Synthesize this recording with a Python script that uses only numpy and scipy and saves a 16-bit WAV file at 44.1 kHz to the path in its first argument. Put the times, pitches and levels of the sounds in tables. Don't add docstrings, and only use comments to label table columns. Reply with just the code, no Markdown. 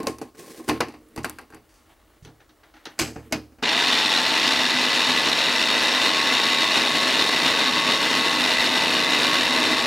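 import sys
import numpy as np
from scipy import signal
from scipy.fft import rfft, irfft, next_fast_len
from scipy.io import wavfile

SR = 44100
rng = np.random.default_rng(int(sys.argv[2]) if len(sys.argv) > 2 else 0)


def unload_audio(sound):
    columns = np.transpose(np.atleast_2d(sound))
    steps = np.round(np.clip(columns, -1, 1) * 32767)
    wavfile.write(sys.argv[1], SR, steps.astype(np.int16))


def to_linear_factor(level_db):
    exponent = np.asarray(level_db, float) / 20
    return 10 ** exponent


N = 434826
BLOCK_FROM_S, SET_DOWN_S, SWITCH_ON_S = 2, 2.95, 3.622

# (frequency [Hz], width [Hz], gain [dB])
BOWL_PEAKS = [(244, 47, 11), (314.6, 67, 12.5), (449, 45, 11), (800, 170, 4.5), (1070, 40, 1.5),
              (1580, 90, -4), (2500, 400, -5.5)]


def rms_one(x):
    return x / np.sqrt(np.mean(x ** 2) + 1e-20)


def in_time(rows):
    s, *columns = np.transpose(rows)
    return [np.interp(np.arange(N) / SR, s, c) for c in columns]


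def coloured(x, points):
    size = next_fast_len(N)
    hz, db = np.transpose(points)
    bins = np.fft.rfftfreq(size, 1 / SR) + 1
    gain = to_linear_factor(np.interp(np.log(bins), np.log(hz + 1), db))
    return irfft(rfft(x, size) * gain, size)[..., :N]


def band(x, low_hz, high_hz):
    return signal.sosfilt(signal.butter(2, [low_hz, high_hz], "band", fs=SR, output="sos"), x)


def resonant(x, peaks):
    rows = []
    for hz, width, db in peaks:
        w, a = 2 * np.pi * hz / SR, to_linear_factor(db / 2)
        k = np.pi * width / SR
        row = np.array([1 + k * a, -2 * np.cos(w), 1 - k * a, 1 + k / a, -2 * np.cos(w), 1 - k / a])
        rows.append(row / (1 + k / a))
    return signal.sosfilt(np.array(rows), x)


def drift(rate):
    r = np.exp(-32 * np.pi * rate / SR)
    slow = signal.lfilter([1], [1, -2 * r, r * r], rng.standard_normal(N // 16 + 3002))[3000:]
    return np.interp(np.arange(N) / 16, np.arange(len(slow)), rms_one(slow - slow.mean()))


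def grit(per_s, spread_db):
    sizes = to_linear_factor(spread_db * np.minimum(rng.exponential(1, N), 4)) * rng.choice([-1, 1], N)
    return sizes * (rng.random(N) < per_s / SR) + 1e-9


def struck(at, db):
    clicks = np.zeros(N)
    clicks[at] = to_linear_factor(db)
    return clicks


def ring(clicks, hz, t60):
    r, w = to_linear_factor(-60 / (t60 * SR)), 2 * np.pi * hz / SR
    return signal.lfilter([0, np.sin(w)], [1, -2 * r * np.cos(w), r * r], clicks + 1e-18)


def decay(clicks, t60):
    return signal.lfilter([1], [1, -to_linear_factor(-60 / (t60 * SR))], clicks)


def settling(start_db, rise_s):
    return start_db * np.exp(-np.maximum(np.arange(N) / SR - SWITCH_ON_S, 0) / rise_s)


def motor():
    # (time [s], speed [turns/s])
    shaft_curve = [(3.62, 55), (3.7, 72), (3.8, 83), (3.92, 86), (4.1, 87.5), (4.45, 89.5), (4.85, 90.6),
                   (5.5, 90), (6.4, 91.2), (6.95, 91.4), (7.2, 90.2), (7.55, 91.3), (7.95, 92), (8.3, 91.2),
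                   (8.6, 90.1), (8.85, 90.2), (8.97, 91.8), (9.3, 91.3), (9.86, 91.6)]
    speed, = in_time(shaft_curve)
    turn = 2 * np.pi * np.cumsum(speed * (1 + .009 * drift(6))) / SR
    onset = np.clip((np.arange(N) / SR - SWITCH_ON_S) / 0.0067, 0, 1)
    return (shell_rattle(turn) + gear_whine(speed, turn)) * onset


def shell_rattle(turn):
    # (frequency [Hz], level [dB])
    shell_tilt = [(15, -55), (25, -24.5), (82, -26.5), (200, -10.5), (249, -6.5), (591, -8.5), (1100, -1.5),
                  (1290, -5), (2050, -2), (2280, -2), (3250, -2.5), (3720, 1.5), (5140, -7.5),
                  (12200, -30.5), (16000, -40.5)]
    # (frequency [Hz], width [Hz], gain [dB])
    shell_peaks = [(110, 14, 6), (160, 14, 4), (249, 20, 9), (308, 18, 7), (458, 45, 4), (555, 25, 5),
                   (641, 20, 6), (780, 25, -7), (1137, 12, -5), (1529, 22, 5), (1724, 80, 5), (1904, 50, 4),
                   (2025, 70, 4), (2210, 60, -9), (2572, 45, 5), (2694, 35, 6), (2849, 35, 5),
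                   (2913, 35, 6), (2985, 45, -7), (3037, 35, 4), (3320, 200, -4), (3580, 65, 2.5),
                   (3735, 60, 4.5), (3880, 150, 1), (4093, 40, 5.5), (4230, 80, -5), (4345, 90, 4),
                   (4985, 60, -5), (5430, 170, 6), (6830, 200, 3)]
    # (time [s], level [dB])
    load_curve = [(3.7, -1), (4.0, .5), (4.4, -0.5), (4.75, 0), (5.3, 0), (5.6, -0.5), (5.9, 0.5), (6.4, 0),
                  (7.1, 1), (7.35, -0.5), (7.7, 0), (8.0, 0), (8.2, 0), (8.55, 1), (8.9, 0.3), (9.2, 0.5),
                  (9.6, 0), (9.86, 1)]
    # (low [Hz], high [Hz], start [dB], settling time [s])
    grip_bands = [
        (442, 690, -4, 0.55),
        (660, 780, -4, .15),
        (2930, 4100, 2, 0.71),
        (3620, 4040, -4, 0.83),
    ]
    t = np.arange(N) / SR
    body = resonant(coloured(chatter(turn), shell_tilt), shell_peaks)
    for lag, db in [(.0123, -22), (.019, -20), (.031, -18), (.047, -18)]:
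        body = body + to_linear_factor(db) * np.roll(body, round(lag * SR))
    body = rms_one(body)
    low = signal.sosfilt(signal.butter(2, 620, fs=SR, output="sos"), body)
    top = signal.sosfilt(signal.butter(2, 5000, "high", fs=SR, output="sos"), body)
    hum = to_linear_factor(0.8 + 0.53 * (t - SWITCH_ON_S) + 0.3 * drift(0.32))
    hiss = to_linear_factor(1.44 + settling(-15, 0.05) + 0.6 * drift(33))
    level_db = -20 + settling(-17, 0.012) + in_time(load_curve)[0] + 0.97 * drift(13.7)
    out = to_linear_factor(level_db) * (body + (hum - 1) * low + (hiss - 1) * top)
    slack_hz = 2840
    out += (to_linear_factor(settling(4, 0.11)) - 1) * band(out, slack_hz / 1.9, slack_hz * 1.05)
    dulling_db_per_s = -0.37
    out += (to_linear_factor(dulling_db_per_s * (t - 6.0)) - 1) * band(out, 2100, 9900)
    for low_hz, high_hz, start_db, settle_s in grip_bands:
        out += (to_linear_factor(settling(start_db, settle_s)) - 1) * band(out, low_hz, high_hz)
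    return out


def chatter(turn):
    # (time [s], share)
    gear_play = [(3.62, 0.33), (4.2, 2.5), (5.2, 3.1), (5.7, 0.4), (6.6, 3.6), (7.3, 0.76), (8.2, 1.2),
                 (9, 2.4), (9.86, 1.5)]
    # (low [Hz], high [Hz], once-a-turn depth, twice-a-turn depth, flutter depth)
    rattle_zones = [
        (20, 866, 0.098, 0.12, 0.31),
        (627, 1350, 0.025, 0.28, 0.085),
        (1690, 2320, 0.076, 0.06, 0.45),
        (2280, 3230, 0.38, 0.074, 0.41),
        (3190, 4330, 0.37, 0.48, 1),
        (4480, 5460, 0.018, 0.044, 0.29),
        (7800, 32000, 0.031, 0.041, 0.33),
    ]
    mains_hz = 50
    size = next_fast_len(N)
    bins = np.fft.rfftfreq(size, 1 / SR)
    once = .55 * in_time(gear_play)[0] * np.sin(turn)
    once += .7 * np.sin(.79 * turn)
    once += .45 * np.sin(4 * np.pi * mains_hz * np.arange(N) / SR)
    once += .75 * np.sin(4 * turn) + .4 * np.sin(3 * turn) + .45 * np.sin(1.42 * turn)
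    shared = 0.3 * rms_one(band(drift(77), 40, 540)) + bounce(turn)
    out = 0
    for low, high, once_depth, twice_depth, flutter in rattle_zones:
        swing = once_depth * once + twice_depth * np.sin(2 * turn + 1)
        swing += flutter * (0.68 * shared + 0.27 * drift(150))
        teeth = (1 + np.tanh(swing)) * grit(10000, spread_db=1.27)
        share = 1 / (1 + (low / (bins + 1)) ** 6) - 1 / (1 + (high / (bins + 1)) ** 6)
        out = out + rfft(rms_one(teeth), size) * np.sqrt(np.maximum(share, 0))
    return irfft(out, size)[:N]


def bounce(turn):
    per_turn, wander, sharpness, depth = 1.08, .3, 1.6, .9
    pace = per_turn * np.gradient(turn) * (1 + wander * drift(30))
    bursts = np.exp(sharpness * np.cos(np.cumsum(pace)))
    return depth * rms_one(bursts - bursts.mean())


def gear_whine(speed, turn):
    mesh_orders = [10, 12.11, 22.1]
    # (level [dB], share of the pressure shift)
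    mesh_levels = [(-38.5, 0.048), (-36, 1), (-33.5, 0.037)]
    mesh_wobble = [.0045, .007, .006]
    # (time [s], shift [dB])
    press_curve = [(3.65, -20), (4.4, -28), (4.8, -18), (5.03, 1), (5.33, -8), (5.95, -9), (6.04, 1),
                   (7.18, 3), (7.3, -3), (7.6, 5), (7.94, 6), (8.11, -2), (8.35, 6.5), (8.47, -27),
                   (8.85, -13), (8.96, 2.5), (9.86, 3)]
    # (time [s], level [dB])
    bite_curve = [(3.62, -2), (4.1, 7), (4.5, 2.5), (5.3, 2), (6.0, 0.5), (6.5, 1), (6.9, -4), (7.25, -1),
                  (7.7, -1), (8.1, 0), (8.45, 1.5), (8.85, 8.5), (8.92, -6), (9.86, 2)]
    t = np.arange(N) / SR
    shift, = in_time(press_curve)
    bites = in_time(bite_curve)[0], 0, 0
    out = np.zeros(N)
    for order, (level_db, share), bite, unsteady in zip(mesh_orders, mesh_levels, bites, mesh_wobble):
        db = level_db + share * shift + bite + settling(-22, 0.16)
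        wobble = 1 + unsteady * drift(18)
        tone = np.sin(2 * np.pi * np.cumsum(order * speed * wobble) / SR)
        out += to_linear_factor(db + 1.0 + 2.6 * drift(18)) * tone
    for order in (13.0, 11.4, 15.5, 8.7):
        out += to_linear_factor(-39 - 14 * np.maximum(t - 3.8, 0) + 3 * drift(10)) * np.sin(order * turn)
    return out


def knocks():
    # (low [Hz], high [Hz], lid t60 [s], motor block t60 [s], rise [s], offset [dB])
    knock_bands = [
        (138, 790, 0.18, 0.21, 0.0026, 1),
        (510, 2190, 0.11, 0.15, 0.00051, -0.5),
        (1710, 4530, 0.028, 0.099, 0.00061, -4),
        (5200, 11600, 0.053, 0.044, 0.00048, -10),
    ]
    # (frequency [Hz], width [Hz], gain [dB])
    rim_peaks = [(1100, 120, 4), (1450, 350, -5), (2600, 400, 9), (3400, 700, -7), (4700, 500, 6),
                 (6000, 500, 5), (9300, 1200, 3)]
    # (frequency [Hz], width [Hz], gain [dB])
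    lifted_peaks = [(800, 180, 4.5), (1650, 1000, 9), (2670, 640, 5), (3830, 1600, 6.5), (6000, 860, 10.5)]
    # (frequency [Hz], width [Hz], gain [dB])
    block_peaks = [(1600, 300, 3), (2480, 450, 10), (3600, 900, -8), (5000, 800, 5), (6400, 600, 5),
                   (7800, 500, 7), (9200, 1500, -5)]
    kitchen_db, kitchen_t60 = -14, .33
    rows = knock_parts()
    at = np.round(rows[:, 0] * SR).astype(int)
    lifted, down = BLOCK_FROM_S * SR, round(SET_DOWN_S * SR)
    shiver = resonant(grit(9000, spread_db=3.0), BOWL_PEAKS)
    shiver = np.r_[resonant(shiver[:lifted], rim_peaks),
                   resonant(shiver[lifted:down], lifted_peaks),
                   resonant(shiver[down:], block_peaks)]
    out = np.zeros(N)
    for k, (low_hz, high_hz, lid_t60, block_t60, rise, db) in enumerate(knock_bands):
        starts = struck(at, rows[:, 2 + k] + db)
        shape = np.r_[decay(starts[:lifted], lid_t60), decay(starts[lifted:], block_t60)]
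        shape += to_linear_factor(kitchen_db) * decay(starts, kitchen_t60)
        up = np.exp(-1 / (rise * SR))
        out += signal.lfilter([1 - up], [1, -up], shape) * rms_one(band(shiver, low_hz, high_hz))
    crack = decay(struck(at, rows[:, 1] - 9), 0.033)
    out += crack * rms_one(band(shiver, 580, 9200))
    return out + slides(shiver) + knock_modes(at, rows)


def knock_parts():
    # (time [s], strength [dB], weight passed to the board [dB], hardness of the edge [dB])
    lid_hits = [(0.002, -36, 3, -9), (0.031, -44.5, 11, 4), (0.0692, -24.5, -1, -8), (0.1848, -49.5, 2, 5),
                (0.2145, -39, 5.5, -6), (0.348, -54.5, 0, -11), (0.595, -51, 11, -7),
                (0.68, -34.5, 2.5, -11), (0.6878, -23, 1.5, -7), (0.6948, -23.5, -4, -12),
                (0.805, -17.5, -6, -14), (0.883, -46, -2, -8), (0.939, -47.5, -1, -12),
                (1.1615, -41.5, 2, 0), (1.176, -31.5, -4, -17), (1.245, -24, -13, -8), (1.2962, -46, -1, 6),
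                (1.386, -39, -10, -6), (1.413, -54, 4, -1), (1.503, -56, 3, -1), (1.524, -51, -18, -13),
                (1.536, -52, 0, -15), (1.546, -56, 4, 6), (1.565, -58, 1, -15)]
    # (time [s], strength [dB], weight passed to the board [dB], hardness of the edge [dB])
    block_hits = [(2.249, -56, 7, -4), (2.271, -59, 6, -20), (2.398, -66, -3, -26), (2.403, -59.5, -3, -28),
                  (2.492, -60, -3, -11), (2.633, -54.5, -15, -23), (2.739, -53, -3, -22),
                  (2.765, -57, -12, -18), (2.855, -39, -3, -7.5), (2.981, -50, -6, -16),
                  (2.991, -32, -3, -0.5), (2.996, -33, -0.5, -4), (3.014, -28, -4, -8),
                  (3.075, -43.5, 3, -11), (3.159, -41.5, 5.5, -25), (3.302, -63, 2.5, -20),
                  (3.311, -54, 13, -25), (3.324, -23.5, -6, -4.5), (3.52, -63, 6, -17),
                  (3.585, -53, 2, -29), (3.626, -27.5, -2, -10)]
    # (tick [dB], tick share of hardness, rim [dB], rim share of hardness)
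    lid_edge = (12.5, 0.95, -2.5, 0.5)
    block_edge = (25.4, 2.6, 6.3, 0.71)
    rows = []
    for hits, edge in ((lid_hits, lid_edge), (block_hits, block_edge)):
        tick_db, tick_share, rim_db, rim_share = edge
        s, db, weight, hard = np.transpose(hits)
        tick = db + tick_db + tick_share * hard
        rim = db + rim_db + rim_share * hard
        rows += zip(s, tick, db + weight, db, rim, db + hard)
    return np.array(rows)


def slides(shiver):
    # (time [s], level [dB], t60 [s])
    slide_events = [(0.072, -36, .22), (0.216, -51, 0.27), (0.69, -43, 0.31), (0.884, -51, .06),
                    (1.18, -48, .15), (1.232, -43, .1), (1.25, -50, 0.35), (1.69, -63, 0.7),
                    (1.74, -63, .4), (2.225, -62, .3), (2.981, -64, .1), (3.31, -60, .1),
                    (2.999, -27.5, 0.32), (3.17, -69, .5), (3.33, -48, 0.15)]
    t = np.arange(N) / SR
    slide = sum(to_linear_factor(db - 60 * (t - s).clip(0) / t60) * (t > s) for s, db, t60 in slide_events)
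    return slide * rms_one(band(shiver, 1100, 8400))


def knock_modes(at, rows):
    # (frequency [Hz], level [dB], t60 [s])
    lid_modes = [(257, -16, 0.15), (361, -4, 0.22), (438, 0, 0.076), (820, -17, 0.21), (1500, -4, 0.041),
                 (2530, -11, 0.064), (4170, -34, 0.021), (4900, -11, 0.037), (5270, -23, 0.031)]
    # (frequency [Hz], level [dB], t60 [s])
    seated_modes = [(1580, 1, 0.044), (1404, -5, 0.063)]
    # (frequency [Hz], level [dB], t60 [s])
    block_modes = [(255, 2.5, 0.11), (300, -14, 0.075), (480, -17, 0.073), (583, -11, 0.064),
                   (1510, -5, .04), (2170, -8, 0.05), (2490, -10.5, 0.16), (4830, -22, .03),
                   (6130, -9, 0.033)]
    s = rows[:, 0]
    with_lid = s < BLOCK_FROM_S
    seated = (s > 1.2) & with_lid
    luck = rng.normal(0, 2.5, (len(at), 9))
    out = np.zeros(N)
    for modes, mine in ((lid_modes, with_lid), (seated_modes, seated), (block_modes, s > SET_DOWN_S)):
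        for k, (hz, db, t60) in enumerate(modes):
            part = 2 + np.searchsorted([600, 2000], hz)
            out += ring(struck(at[mine], (rows[:, part] + luck[:, k])[mine] + db + 0.5), hz, t60)
    return out


def ticks():
    # (time [s], peak [dB], ring [Hz])
    touches = [(0.071, -8.5, 4730), (0.156, -44, 10000), (0.2154, -40, 1000), (0.678, -36, 9500),
               (0.688, -15, 9500), (0.6955, -10, 3800), (0.8082, -9, 4500), (0.9245, -42, 6000),
               (1.088, -44, 9000), (1.1615, -30, 9800), (1.168, -40, 12000), (1.1765, -30, 4500),
               (1.185, -36, 9000), (1.1905, -36, 9500), (1.2365, -45, 8200), (1.247, -17, 9050),
               (1.2968, -13.5, 9500), (1.3865, -33, 8900), (1.5455, -35, 8000), (2.8545, -25, 4500),
               (2.9904, -13, 5500), (2.996, -13, 5000), (3.006, -19, 2600), (3.0255, -21, 2400),
               (3.034, -20, 2700), (3.05, -24, 2500), (3.061, -23, 2300), (3.1640, -33, 1600),
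               (3.3246, -19, 6500), (3.331, -16, 2200), (3.337, -20, 2300), (3.3615, -28, 2400)]
    cycles = 8.2
    out, t = np.zeros(N + 600), np.arange(600) / SR
    for s, db, hz in touches:
        at = round(s * SR)
        w = 2 * np.pi * hz * t
        rings = np.sin(w) + .6 * np.sin(1.25 * w) - .5 * np.sin(0.76 * w)
        out[at:at + len(t)] += to_linear_factor(db - 60 * t * hz / cycles) * rings
    return out[:N]


def body_rings():
    # (time [s], peak [dB], frequency [Hz], t60 [s])
    soft_blows = [(0.002, -27, 480, 0.055), (0.0705, -17, 523, 0.053), (0.2145, -26, 800, 0.036),
                  (0.6885, -26, 420, .1), (0.6962, -16, 330, 0.16), (0.8067, -22, 480, 0.064),
                  (0.594, -34, 330, .12), (0.606, -36, 330, .1), (0.96, -50, 310, .6),
                  (1.178, -39, 1055, 0.17), (3.1635, -32, 760, .04), (2.992, -23, 646, 0.037),
                  (3.011, -19, 330, 0.075), (3.046, -33, 300, 0.13), (3.3245, -19.5, 643, 0.088),
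                  (3.333, -26.5, 306.4, .3), (3.355, -28, 219, .15), (3.6276, -28, 434, 0.086)]
    out, t = np.zeros(N), np.arange(round(.4 * SR)) / SR
    for s, db, hz, t60 in soft_blows:
        at = round(s * SR)
        envelope = to_linear_factor(db - 60 * t / t60) * (1 - np.exp(-t * hz))
        out[at:at + len(t)] += envelope * np.sin(2 * np.pi * hz * t)
    return out


def bowl_wall():
    # (time [s], peak [dB])
    wall_taps = [(0.0024, -29), (0.0334, -39), (0.068, -21), (0.214, -35), (0.399, -44), (0.439, -41),
                 (0.598, -42), (0.6986, -18.5), (0.804, -26), (1.1622, -39), (1.1994, -39)]
    s, db = np.transpose(wall_taps)
    taps = signal.lfilter([.2], [1, -.8], struck(np.round(s * SR).astype(int), db - 6.5))
    return ring(taps, 1064, 0.21) + 0.67 * ring(taps, 1077, 0.27)


def twist():
    # (time [s], level [dB])
    twist_curve = [
        (0.345, -75),
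        (0.353, -53.5),
        (0.395, -43.5),
        (0.42, -47),
        (0.46, -45),
        (0.6, -45.5),
        (0.625, -53),
        (0.669, -49),
        (0.69, -30),
    ]
    # (frequency [Hz], level [dB])
    thread_colour = [(76, -45), (130, -9), (328, -5), (444, -4.5), (678, -20), (796, -13), (994, -25),
                     (1080, -13.5), (1320, -26), (1640, -17), (3330, -22.5), (4680, -20.5), (9480, -24),
                     (16000, -30)]
    t = np.arange(N) / SR
    slip = coloured(grit(4000 * to_linear_factor(3.5 * drift(30)), spread_db=2.5), thread_colour)
    slip = resonant(slip, [(1056, 40, 9.0), (330, 30, 5.4), (560, 150, 4.5), (9000, 2000, 3)])
    touching = (t > .345) & (t < .69)
    return to_linear_factor(in_time(twist_curve)[0] + 0.5) * touching * rms_one(slip)


def handling():
    # (time [s], pressure [dB], speed of the stroke as brightness [dB])
    grip_curve = [(0.0, -19, -32), (0.07, -32, -7), (0.19, -53, 2), (0.31, -54, 6), (0.69, -37, 7),
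                  (0.77, -46.5, 17), (0.82, -44, -8), (0.95, -47, -10), (1.37, -41, -4), (1.52, -60, 3),
                  (1.9, -52.5, 4.5), (2.49, -67, 7), (2.89, -55, 12), (3.13, -39, -22), (3.21, -52, -1),
                  (3.35, -28, -14), (3.42, -36, -15), (3.62, -66, -4)]
    slip = resonant(grit(5000 * to_linear_factor(4.2 * drift(20)), spread_db=-5.0), BOWL_PEAKS)
    ranges_hz = [(150, 600), (550, 3000), (2600, 13000)]
    press, bright = in_time(grip_curve)
    levels = press, press + bright, press - 9.5 + 0.66 * bright
    rub = sum(to_linear_factor(db - 10.5) * rms_one(band(slip, *span)) for db, span in zip(levels, ranges_hz))
    t = np.arange(N) / SR
    return rub * np.interp(t, [.28, .31, .68, .69, 3.65, 3.7], [1, .1, .1, 1, 1, 0])


def thumps():
    # (time [s], peak [dB])
    pushes = [(0.002, -62), (0.069, -29), (0.694, -22.5), (0.806, -31), (1.175, -24.5), (1.244, -51),
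              (1.53, -42), (2.223, -33), (2.27, -37), (2.86, -49), (3.012, -21.5), (3.16, -29),
              (3.324, -24.5)]
    s, db = np.transpose(pushes)
    push = signal.lfilter([.01], [1, -.99], struck(np.round(s * SR).astype(int), db - 15.0))
    worktop = ring(push, 74.3, 0.76)
    worktop += to_linear_factor(7.5) * ring(push, 113.5, 0.51)
    worktop += to_linear_factor(11.5) * ring(push, 148, 0.26)
    return band(worktop, 48, 400)


def background():
    # (frequency [Hz], level [dB])
    hush_colour = [(18, -31), (30, 15.5), (194, -6), (336, 2), (962, -9), (1070, -14), (1220, -6),
                   (3140, -25), (3670, -15), (16000, -20)]
    # (frequency [Hz], level [dB])
    hush_spread = [(20, 0), (1200, 0), (1700, -25), (4500, -25), (5500, 0), (9500, -3), (11000, -40)]
    # (frequency [Hz], width [Hz], gain [dB])
    room_peaks = [(310, 16, 11), (603, 84, 6.5), (1090, 40, 15), (1260, 36, 1), (2940, 250, 12)]
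    mid, side = rng.standard_normal((2, N))
    air = mid + 0.25 * coloured(side, hush_spread) * np.array([[1], [-1]])
    hush = to_linear_factor(-60) * rms_one(resonant(coloured(air, hush_colour), room_peaks))
    rumble = to_linear_factor(-68 + 2 * drift(2.3)) * rms_one(band(rng.standard_normal(N), 43, 72))
    whistle = to_linear_factor(-81) * np.sin(2 * np.pi * 15680 * np.arange(N) / SR)
    return band(hush, 45, 18000) + rumble + whistle


def microphones(x):
    # (frequency [Hz], left minus right [dB])
    lean_curve = [(60, -11), (110, -2.5), (200, -1), (380, -1.5), (700, 2.5), (1290, 1), (2380, 1),
                  (4400, 0), (8120, 0.5), (15000, 0.0)]
    # (frequency [Hz], side minus mid [dB])
    side_curve = [(60, -2), (110, -9), (200, -29), (380, -30), (520, -25), (700, -21), (1290, -22.5),
                  (2380, -22.5), (4400, -23), (8120, -14), (15000, 2)]
    lean_points = lean_curve[:-1] + [(10200, 0)]
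    lean = [coloured(x, [(hz, sign * db / 2) for hz, db in lean_points]) for sign in (1, -1)]
    lags = np.arange(round(.06 * SR))
    echoes = rng.standard_normal(len(lags)) * to_linear_factor(-60 * lags / (.12 * SR))
    room = signal.fftconvolve(x, echoes / np.linalg.norm(echoes))[:N]
    side = coloured(room, [(25, -14)] + side_curve[:-1] + [(10000, -17), (11000, -55)])
    return np.array(lean) + to_linear_factor(0.5) * side * np.array([[1], [-1]])


def scene():
    hands = band(knocks(), 90, 18000) + ticks() + body_rings() + bowl_wall()
    rub = twist() + handling()
    alike = band(rub, 1400, 5400)
    close = microphones(hands + rub - alike + motor())
    return close + alike + background() + thumps() * to_linear_factor(np.array([[-1.5], [1.5]]))


def roll_off(x):
    return signal.sosfilt(signal.butter(12, 16770, fs=SR, output="sos"), x)


def record(dry):
    top = signal.cheby2(16, 50, 16850, fs=SR, output="sos")
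    limited = dry / (1 + (dry / .37) ** 4) ** .25
    return roll_off(signal.sosfilt(top, limited))


dry = scene()
out = record(dry)
unload_audio(out)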